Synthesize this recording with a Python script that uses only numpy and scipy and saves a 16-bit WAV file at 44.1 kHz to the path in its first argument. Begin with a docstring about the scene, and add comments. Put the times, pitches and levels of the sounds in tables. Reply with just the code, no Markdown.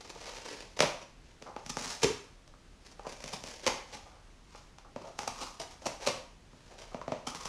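"""A cat chews a cardboard box on a wooden floor, a couple of metres away in a bare, reverberant living room.
Over a faint hiss it gnaws, shifts a paw and tears small bits, until a hard snap and two knocks at 0.8 s.
Softer gnawing leads to a rip at 2 s, where the box drops and bounces; after a lull a piece snaps at 3.7 s.
Paws then slide and knock; rips and snaps crowd from 5.2 to 6.1 s, knocks follow, and a last bite ends it.
Breaking fibres are random pulses, walls and hollow are damped modes, and the room is decaying noise."""
import sys
import numpy as np
from scipy import signal
from scipy.fft import rfft, irfft, next_fast_len
from scipy.io import wavfile
from scipy.ndimage import map_coordinates

SR = 44100
rng = np.random.default_rng(int(sys.argv[2]) if len(sys.argv) > 2 else 0)


def dump_mix(stems):
    """Bounce the given channels to the path in sys.argv[1] as a 16-bit WAV at rate SR."""
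    frames = np.atleast_2d(stems).T  # one column per channel
    limited = np.clip(frames, -1, 1)  # hard clip at full scale
    pcm = np.round(limited * 32767).astype(np.int16)
    wavfile.write(sys.argv[1], SR, pcm)


N = 329868
LEAD_S = 0.01  # room for the soft lead-in of a burst or rip


def amp(db):
    """Level: decibels become an amplitude ratio."""
    return 10 ** (np.asarray(db) / 20)


def unit(x):
    """Power normalisation: x scaled to rms 1."""
    return x / np.sqrt(np.mean(x ** 2) + 1e-20)


def normed(x):
    """Energy normalisation: x scaled to energy 1."""
    return x / np.sqrt(np.sum(x ** 2) + 1e-20)


def at_level(db, x, span=0.0032):
    """Equivalent energy: x carries as much as a sound that holds this level for span seconds."""
    return amp(db) * np.sqrt(span * SR) * normed(x)


def along(points, hz):
    """Logarithmic frequency: (Hz, value) points are joined on a log axis."""
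    point_hz, value = np.transpose(points)
    return np.interp(np.log(hz + 1), np.log(point_hz + 1), value)


def add(track, s, sound):
    """Superposition: a sound is mixed into the track from time s on."""
    start = int(np.clip(round(s * SR), 0, N - 1))
    track[start:start + len(sound)] += sound[:N - start]


def wobble(rate, size):
    """Slow fluctuation: a smooth random curve with rate knots a second."""
    return map_coordinates(rng.standard_normal(1024), [np.arange(size) * rate / SR], mode="wrap")


def filtered(x, gain):
    """Linear filtering: the spectrum of x is multiplied by a gain that depends on frequency."""
    padded = next_fast_len(len(x) + 8192)
    spectrum = rfft(x, padded) * gain(np.fft.rfftfreq(padded, 1 / SR))
    return irfft(spectrum, padded)[:len(x)]


def through(x, response):
    """Convolution: x rings an impulse response."""
    return signal.fftconvolve(x, response)[:len(x)]


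def click(colour, size=1024):
    """Minimum phase: the shortest causal pulse with this spectrum, energy 1."""
    cepstrum = irfft(np.log(amp(along(colour, np.fft.rfftfreq(size, 1 / SR)))))
    # folding the cepstrum onto positive times makes the pulse causal
    cepstrum[1:size // 2] *= 2
    cepstrum[size // 2 + 1:] = 0
    return normed(irfft(np.exp(rfft(cepstrum))))


def modes(table, size=4096):
    """Modal synthesis: damped resonances ring together; a small box radiates little deep bass."""
    t = np.arange(size) / SR
    ring = np.zeros(size)
    for k, (hz, width, db) in enumerate(table):
        decay = np.exp(-np.pi * width * t)
        # neighbouring modes have opposite signs; the width factor makes db the height of the peak
        ring += (-1) ** k * amp(db) * width * decay * np.sin(2 * np.pi * hz * t)
    bass_cut = signal.butter(2, 0.56 * table[0][0], "high", fs=SR)
    return normed(signal.lfilter(*bass_cut, ring))


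# Modes of the box walls. Each row: frequency in Hz, width in Hz, relative peak height in dB.
WALL_MODES = [(544, 183, 0), (940, 84, 7.5), (1200, 205, 1), (2500, 1050, -27)]


def wall(hz, loss, others_db):
    """Coupled panels: one rings at its own pitch, its width a share of it, and shakes the other walls."""
    return modes([(hz, loss * hz, 0)]) + amp(others_db) * modes(WALL_MODES)


# Modes of the hollow box. Each row: frequency in Hz, width in Hz, relative peak height in dB.
HOLLOW_MODES = [(147.3, 60, -1), (256.7, 42, -0.91)]


def hollow():
    """Cavity resonance: the hollow box booms at its low modes."""
    return modes(HOLLOW_MODES)


# Reverberation of the bare room. Each row: frequency in Hz, time to decay by 60 dB in seconds.
ROOM_DECAY = [(100, 0.43), (400, 0.37), (900, 0.52), (3000, 0.48), (6000, 0.44), (12000, 0.43)]


def in_room(x, wet_db, build=0.0024):
    """Reverberation: direct sound plus a diffuse tail of decaying noise, drawn afresh for every sound."""
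    hz, t, bands = signal.stft(rng.standard_normal(SR * 2 // 3), SR, nperseg=256)
    decay = 1000. ** (-t / along(ROOM_DECAY, hz)[:, None])
    tail = signal.istft(bands * decay, SR, nperseg=256)[1]
    tail *= 1 - np.exp(-(np.arange(len(tail)) / SR / build) ** 2)  # reflections take time to build up
    response = amp(wet_db) * normed(tail)
    response[0] += 1
    return signal.fftconvolve(x, response)


def fibres(size, rate, scatter_db):
    """Random point process: fibres break at random moments with very unequal force; rms 1."""
    breaks = rng.random(size) < rate / SR
    force = amp(scatter_db * np.clip(rng.standard_normal(size), -2, 2))
    return unit(breaks * force * rng.choice([-1, 1], size))


def burst(life, size=4096):
    """Impulsive noise: a burst with even spectrum swells briefly to LEAD_S, then dies away."""
    t = np.arange(size) / SR - LEAD_S
    envelope = np.exp(-np.abs(t) / np.where(t < 0, life / 2, life))
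    noise = rng.standard_normal(size) * envelope
    return irfft(np.exp(1j * np.angle(rfft(noise))))  # keep the phases, even out the spectrum


# Every new grip of the teeth sets how the box answers snaps, rips and pulls until the next grip.
# Each row: start in seconds, wall pitch in Hz, wall over the break in dB, hollow over the break in dB
# (snaps and rips only), crispness of the paper as treble in dB.
TEETH_GRIPS = [(0, 576, 0, -27, 0), (0.78, 583, -1.5, -13, -2), (1.4, 514, 0.5, -7, -0.5),
               (1.65, 860, -2.5, -1, 5), (2.02, 458, -2.5, -8.5, -1), (2.4, 580, -1, -4, 3),
               (3.62, 522, -0.5, -14, -0.5), (3.673, 866, -0.5, -9, 0), (5.15, 844, 2, -10, 2.5),
               (5.55, 690, 1.5, -11.5, 2.5), (5.8, 610, 4.5, -9, 3), (5.99, 580, 0.5, -9.5, 0),
               (7.25, 920, 1.5, -5, 3)]


def grip(s):
    """Boundary conditions: wall pitch, wall share, hollow share and treble of the grip held at time s."""
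    starts = [row[0] for row in TEETH_GRIPS]
    held = max(np.searchsorted(starts, s, "right") - 1, 0)
    return TEETH_GRIPS[held][1:]


CRISP_HZ = 4770  # crisp paper adds its treble above this


def crisp(x, treble_db):
    """Spectral tilt of fracture: some spots of the paper break with more treble than others."""
    return filtered(x, lambda hz: amp(treble_db * (1 - 1 / (1 + (hz / CRISP_HZ) ** 8))))


def flap(x, ripple_db, spacing_hz):
    """Local resonance: every torn flap of cardboard has random peaks and dips of its own."""
    knots = rng.standard_normal(256)

    def ripple(hz):
        return amp(ripple_db * map_coordinates(knots, [hz / spacing_hz], mode="wrap"))
    return filtered(x, ripple)


# Spectrum of the room background. Each row: frequency in Hz, relative level in dB.
QUIET_COLOUR = [(15, -16), (28, -5.5), (38, -1.5), (50, -9), (100, -12.5), (250, -17.5), (500, -24),
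                (1000, -27), (3000, -32), (6500, -35.5), (10000, -44.5), (13000, -58.5), (16000, -72)]


def background():
    """Stationary noise: low rumble of the quiet flat under a soft, slightly restless hiss."""
    def noise(gain):
        return filtered(rng.standard_normal(N), gain)
    air = unit(noise(lambda hz: amp(along(QUIET_COLOUR, hz))))
    rumble = filtered(air, lambda hz: 1 / (1 + (hz / 250) ** 4))
    hiss = amp(0.78 * wobble(7.1, size=N)) * (air - rumble)
    drone = unit(noise(lambda hz: np.exp(-((hz - 37) / 5) ** 2)))
    return amp(-57.5) * (rumble + hiss) + amp(-67.5) * drone


# Modes of the box bottom on the floor. Each row: frequency in Hz, width in Hz, relative peak height in dB.
BOTTOM_MODES = [(78, 96, -14), (265, 24, -10), (407, 30, 3), (476, 54, -3.5)]
# The tugged box drops back on the floor and bounces. Each row: moment in seconds, level in dB.
BOX_DROPS = [(2.043, -19), (2.061, -22), (2.101, -26.5)]


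def drops():
    """Impact excitation: the bottom of the box slaps the floor and booms."""
    out = np.zeros(N)
    for s, db in BOX_DROPS:
        add(out, s, in_room(at_level(db, modes(BOTTOM_MODES)), wet_db=-7.5))
    return out


SCUFF_RISE_S = 0.004  # time constant with which a paw starts sliding
# A paw slides over a wall. Each row: start in seconds, level in dB, wall pitch in Hz,
# fading length in seconds.
PAW_SCUFFS = [(0.155, -43, 560, 0.0063), (1.415, -49, 600, 0.0053), (1.459, -35.5, 870, 0.046),
              (3.043, -38.5, 920, 0.02), (4.05, -44.5, 840, 0.15), (4.846, -46.5, 870, 0.035),
              (5.039, -37, 650, 0.07), (6.701, -46, 780, 0.036), (6.915, -46, 820, 0.02)]


def scuffs(size=8192):
    """Stick-slip friction: many tiny slips, dulled by the fur, excite one broad wall resonance."""
    out, t = np.zeros(N), np.arange(size) / SR
    for s, db, hz, length in PAW_SCUFFS:
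        slide = np.exp(-(t / length) ** 2) * (1 - np.exp(-t / SCUFF_RISE_S))
        slips = fibres(size, rate=2500, scatter_db=3.0) * slide
        soft = signal.lfilter(*signal.butter(2, 1300, fs=SR), slips)
        panel = through(soft, wall(hz, loss=0.45, others_db=-6))
        add(out, s, in_room(at_level(db, panel), wet_db=-4.5))
    return out


TAP_DB = -6.5  # tooth or claw in a knock, against the wall
# Spectrum of a soft tap. Each row: frequency in Hz, relative level in dB.
TAP_COLOUR = [(100, -14), (600, 21.5), (1250, -17.5), (1800, 2), (2450, 4.5), (3400, -2.5), (6200, -3),
              (8000, -14), (15000, -41)]
# Dull blows of paws and jaw on the box. Each row: moment in seconds, wall level in dB,
# hollow over the wall in dB, wall pitch in Hz.
BOX_KNOCKS = [(0.8313, -24, -11, 590), (0.8366, -27, -5.5, 590), (1.5645, -35, -12, 836),
              (1.77, -33, -15, 890), (2.5389, -53.5, -18, 1230), (2.995, -40.5, -22, 790),
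              (3.068, -34.5, -9.5, 570), (4.5495, -45, -25, 830), (4.9617, -35, -4.5, 574),
              (5.0162, -43, -16, 377), (5.0781, -44.5, -16, 655), (6.5324, -52, 1, 536),
              (6.9457, -34.5, -2, 630), (6.9698, -47, -6, 574), (7.015, -37, -16, 1020),
              (7.08, -33, -4, 650), (7.1203, -27.5, -6, 615)]


def knocks():
    """Soft impact: a blow rings the walls and hollow of the box, with a small tap of tooth or claw."""
    out, tap = np.zeros(N), click(TAP_COLOUR)
    for s, db, hollow_db, hz in BOX_KNOCKS:
        panel = at_level(db, wall(hz, loss=0.16, others_db=-1.5))
        thud = panel + at_level(db + hollow_db, hollow())
        tick = at_level(db + TAP_DB, through(burst(life=0.0014), tap))
        add(out, s, in_room(thud, wet_db=-4.0))
        add(out, s - LEAD_S, in_room(tick, wet_db=0.5))
    return out


SLACK_DB, PULL_BEND = 14.5, 1.1  # drop one swell before or one fade after the peak; roundness of the top
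PULL_WALL_DB = -1  # a slow pull shakes the wall less than a sudden break
PULL_SPREAD = 0.22  # octaves by which the wall pitch strays as the teeth shift from pull to pull
# Spectrum of fine breaking fibres. Each row: frequency in Hz, relative level in dB.
FIBRE_COLOUR = [(200, -15), (900, -16), (1600, 8.5), (2400, 7.5), (3600, 4), (4600, 5.5), (5700, 6),
                (6700, 2.5), (7900, -5), (10000, -9.5), (13000, -25.5), (16000, -36)]
# Slow pulls that tighten and slacken. Each row: hardest moment in seconds, crackle level there in dB,
# swell in seconds, fade in seconds.
SLOW_PULLS = [(0.008, -46.5, 0.0038, 0.0094), (0.095, -51, 0.041, 0.025), (0.27, -49, 0.24, 0.14),
              (0.508, -47, 0.19, 0.17), (1.26, -66.5, 0.06, 0.15), (1.48, -60, 0.034, 0.063),
              (1.7, -46, 0.0056, 0.024), (1.785, -47, 0.016, 0.11), (1.91, -46.5, 0.18, 0.19),
              (2.028, -35, 0.0076, 0.01), (2.865, -58.5, 0.042, 0.048), (2.917, -61, 0.01, 0.023),
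              (3.095, -52, 0.056, 0.09), (3.235, -53.5, 0.04, 0.023), (3.28, -47.5, 0.012, 0.022),
              (3.335, -46.5, 0.035, 0.055), (3.47, -46.5, 0.037, 0.15), (3.655, -50.5, 0.056, 0.0053),
              (3.952, -52.5, 0.11, 0.061), (4.07, -64, 0.08, 0.21), (4.55, -58.5, 0.083, 0.091),
              (5.08, -57.5, 0.095, 0.052), (5.215, -49, 0.034, 0.05), (5.36, -54.5, 0.015, 0.044),
              (5.431, -44.5, 0.053, 0.094), (5.617, -46.5, 0.01, 0.034), (5.72, -56.5, 0.066, 0.053),
              (5.85, -55.5, 0.038, 0.027), (6.015, -47, 0.012, 0.045), (6.065, -38.5, 0.025, 0.019),
              (6.72, -60.5, 0.2, 0.069), (6.799, -53, 0.031, 0.14), (7.287, -40, 0.016, 0.021),
              (7.365, -51.5, 0.047, 0.039), (7.47, -42.5, 0.07, 0.1)]


def gnawing():
    """Stick-slip tearing: dense fibre breaks, in clumps as the teeth catch and slip, shake the walls."""
    out, fibre = np.zeros(N), click(FIBRE_COLOUR)
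    clumps = amp(3.4 * wobble(140, size=N))
    breaks = unit(fibres(N, rate=1900, scatter_db=4.5) * clumps)
    for s, db, swell, fade in SLOW_PULLS:
        hz, wall_db, _, treble_db = grip(s)
        first = max(int((s - 2 * swell) * SR), 0)
        last = min(int((s + 2 * fade) * SR), N)
        span = np.arange(first, last)
        t = span / SR - s
        slackness = np.abs(t / np.where(t < 0, swell, fade)) ** PULL_BEND
        effort = amp(db - SLACK_DB * slackness)
        crackle = crisp(unit(through(breaks[span], fibre)), treble_db)
        pitch = hz * 2 ** (PULL_SPREAD * rng.standard_normal())
        panel = wall(pitch, loss=0.39, others_db=0.5)
        body = amp(wall_db + PULL_WALL_DB) * unit(through(breaks[span], panel))
        add(out, span[0] / SR, in_room(effort * (crackle + body), wet_db=-3.5))
    return out


# Spectrum of a sharp break. Each row: frequency in Hz, relative level in dB.
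CRACK_COLOUR = [(100, -34.5), (500, -19.5), (1000, 0.5), (1600, -3), (2300, 1), (3300, -3), (4300, -3.5),
                (6000, -0.5), (7800, -12.5), (10000, -17), (13000, -31), (16000, -62)]


def crack_pulse():
    """Brittle fracture: the pulse of one sharp break, shared by rips and snaps."""
    return click(CRACK_COLOUR)


RIP_CATCH = 0.12  # share of its length that a tear needs to catch: long tears swell in
# Quick runs of breaking fibres. Each row: start in seconds, level in dB before crispness,
# length in seconds.
FIBRE_RIPS = [(0.262, -40, 0.023), (0.765, -41.5, 0.013), (0.821, -25.5, 0.0073), (1.011, -43.5, 0.022),
              (1.693, -37.5, 0.0065), (2.03, -20, 0.0094), (3.33, -35.5, 0.011), (3.668, -23, 0.0094),
              (3.942, -41, 0.015), (5.275, -32.5, 0.0067), (5.407, -36, 0.027), (5.596, -36.5, 0.011),
              (5.856, -31.5, 0.014), (6.064, -25, 0.016), (6.077, -29, 0.021), (7.269, -33, 0.0091)]


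def rips(size=4096):
    """Crack propagation: a tear runs through many fibres within a hundredth of a second or so."""
    out, crack = np.zeros(N), crack_pulse()
    t = np.arange(size) / SR - LEAD_S
    for s, db, length in FIBRE_RIPS:
        hz, wall_db, hollow_db, treble_db = grip(s)
        run = fibres(size, rate=4500, scatter_db=3.0) / (1 + (2 * t / length - 1) ** 2)
        run *= 1 + np.tanh(t / (RIP_CATCH * length))  # the tear catches
        run *= signal.windows.tukey(size, .2)
        torn = flap(through(run, crack), ripple_db=2.5, spacing_hz=453)
        sharp = crisp(at_level(db, torn), treble_db)
        flex = at_level(db + wall_db, through(run, wall(hz, loss=0.12, others_db=-5.0)))
        boom = at_level(db + hollow_db, through(run, hollow()))
        add(out, s - LEAD_S, in_room(sharp + flex + boom, wet_db=-4.0))
    return out


# Single creases and flutes breaking. 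Each row: moment in seconds, level in dB before crispness.
FLUTE_SNAPS = [(0.385, -47), (0.6244, -50.5), (0.7923, -29.5), (0.8053, -17), (1.4242, -45.5),
               (1.5645, -52.5), (1.6635, -43), (1.77, -38.5), (1.812, -47), (1.8578, -42), (1.869, -46),
               (2.044, -24), (2.4776, -57), (3.1247, -46.5), (3.2047, -49), (3.2409, -40), (3.261, -46.5),
               (3.439, -41), (3.666, -24.5), (3.679, -27), (4.785, -50.5), (5.1906, -34.5), (5.233, -45.5),
               (5.277, -37), (5.82, -55), (5.868, -33), (6.074, -27.5), (7.3489, -41.5), (7.456, -39)]


def snaps():
    """Release of strain: a flute of the cardboard cracks and the freed wall flicks back."""
    out, crack = np.zeros(N), crack_pulse()
    for s, db in FLUTE_SNAPS:
        hz, wall_db, hollow_db, treble_db = grip(s)
        sharp = crisp(at_level(db, through(burst(life=0.0011), crack)), treble_db)
        flex = at_level(db + wall_db, wall(hz, loss=0.2, others_db=-11))
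        boom = at_level(db + hollow_db, hollow())
        add(out, s - LEAD_S, in_room(sharp, wet_db=-2.0))
        add(out, s, in_room(flex + boom, wet_db=-2))
    return out


def scene():
    """Superposition: background, box, paws and teeth sum into one channel."""
    box_and_paws = drops() + scuffs() + knocks()
    tearing = gnawing() + rips() + snaps()
    return (background() + box_and_paws + tearing)[None]


TOP_HZ = 15800  # upper band limit


def record(dry):
    """Band limitation: nothing is kept from the band limit upwards."""
    return filtered(dry[0], lambda hz: hz < TOP_HZ)[None]


dry = scene()
out = record(dry)
dump_mix(out)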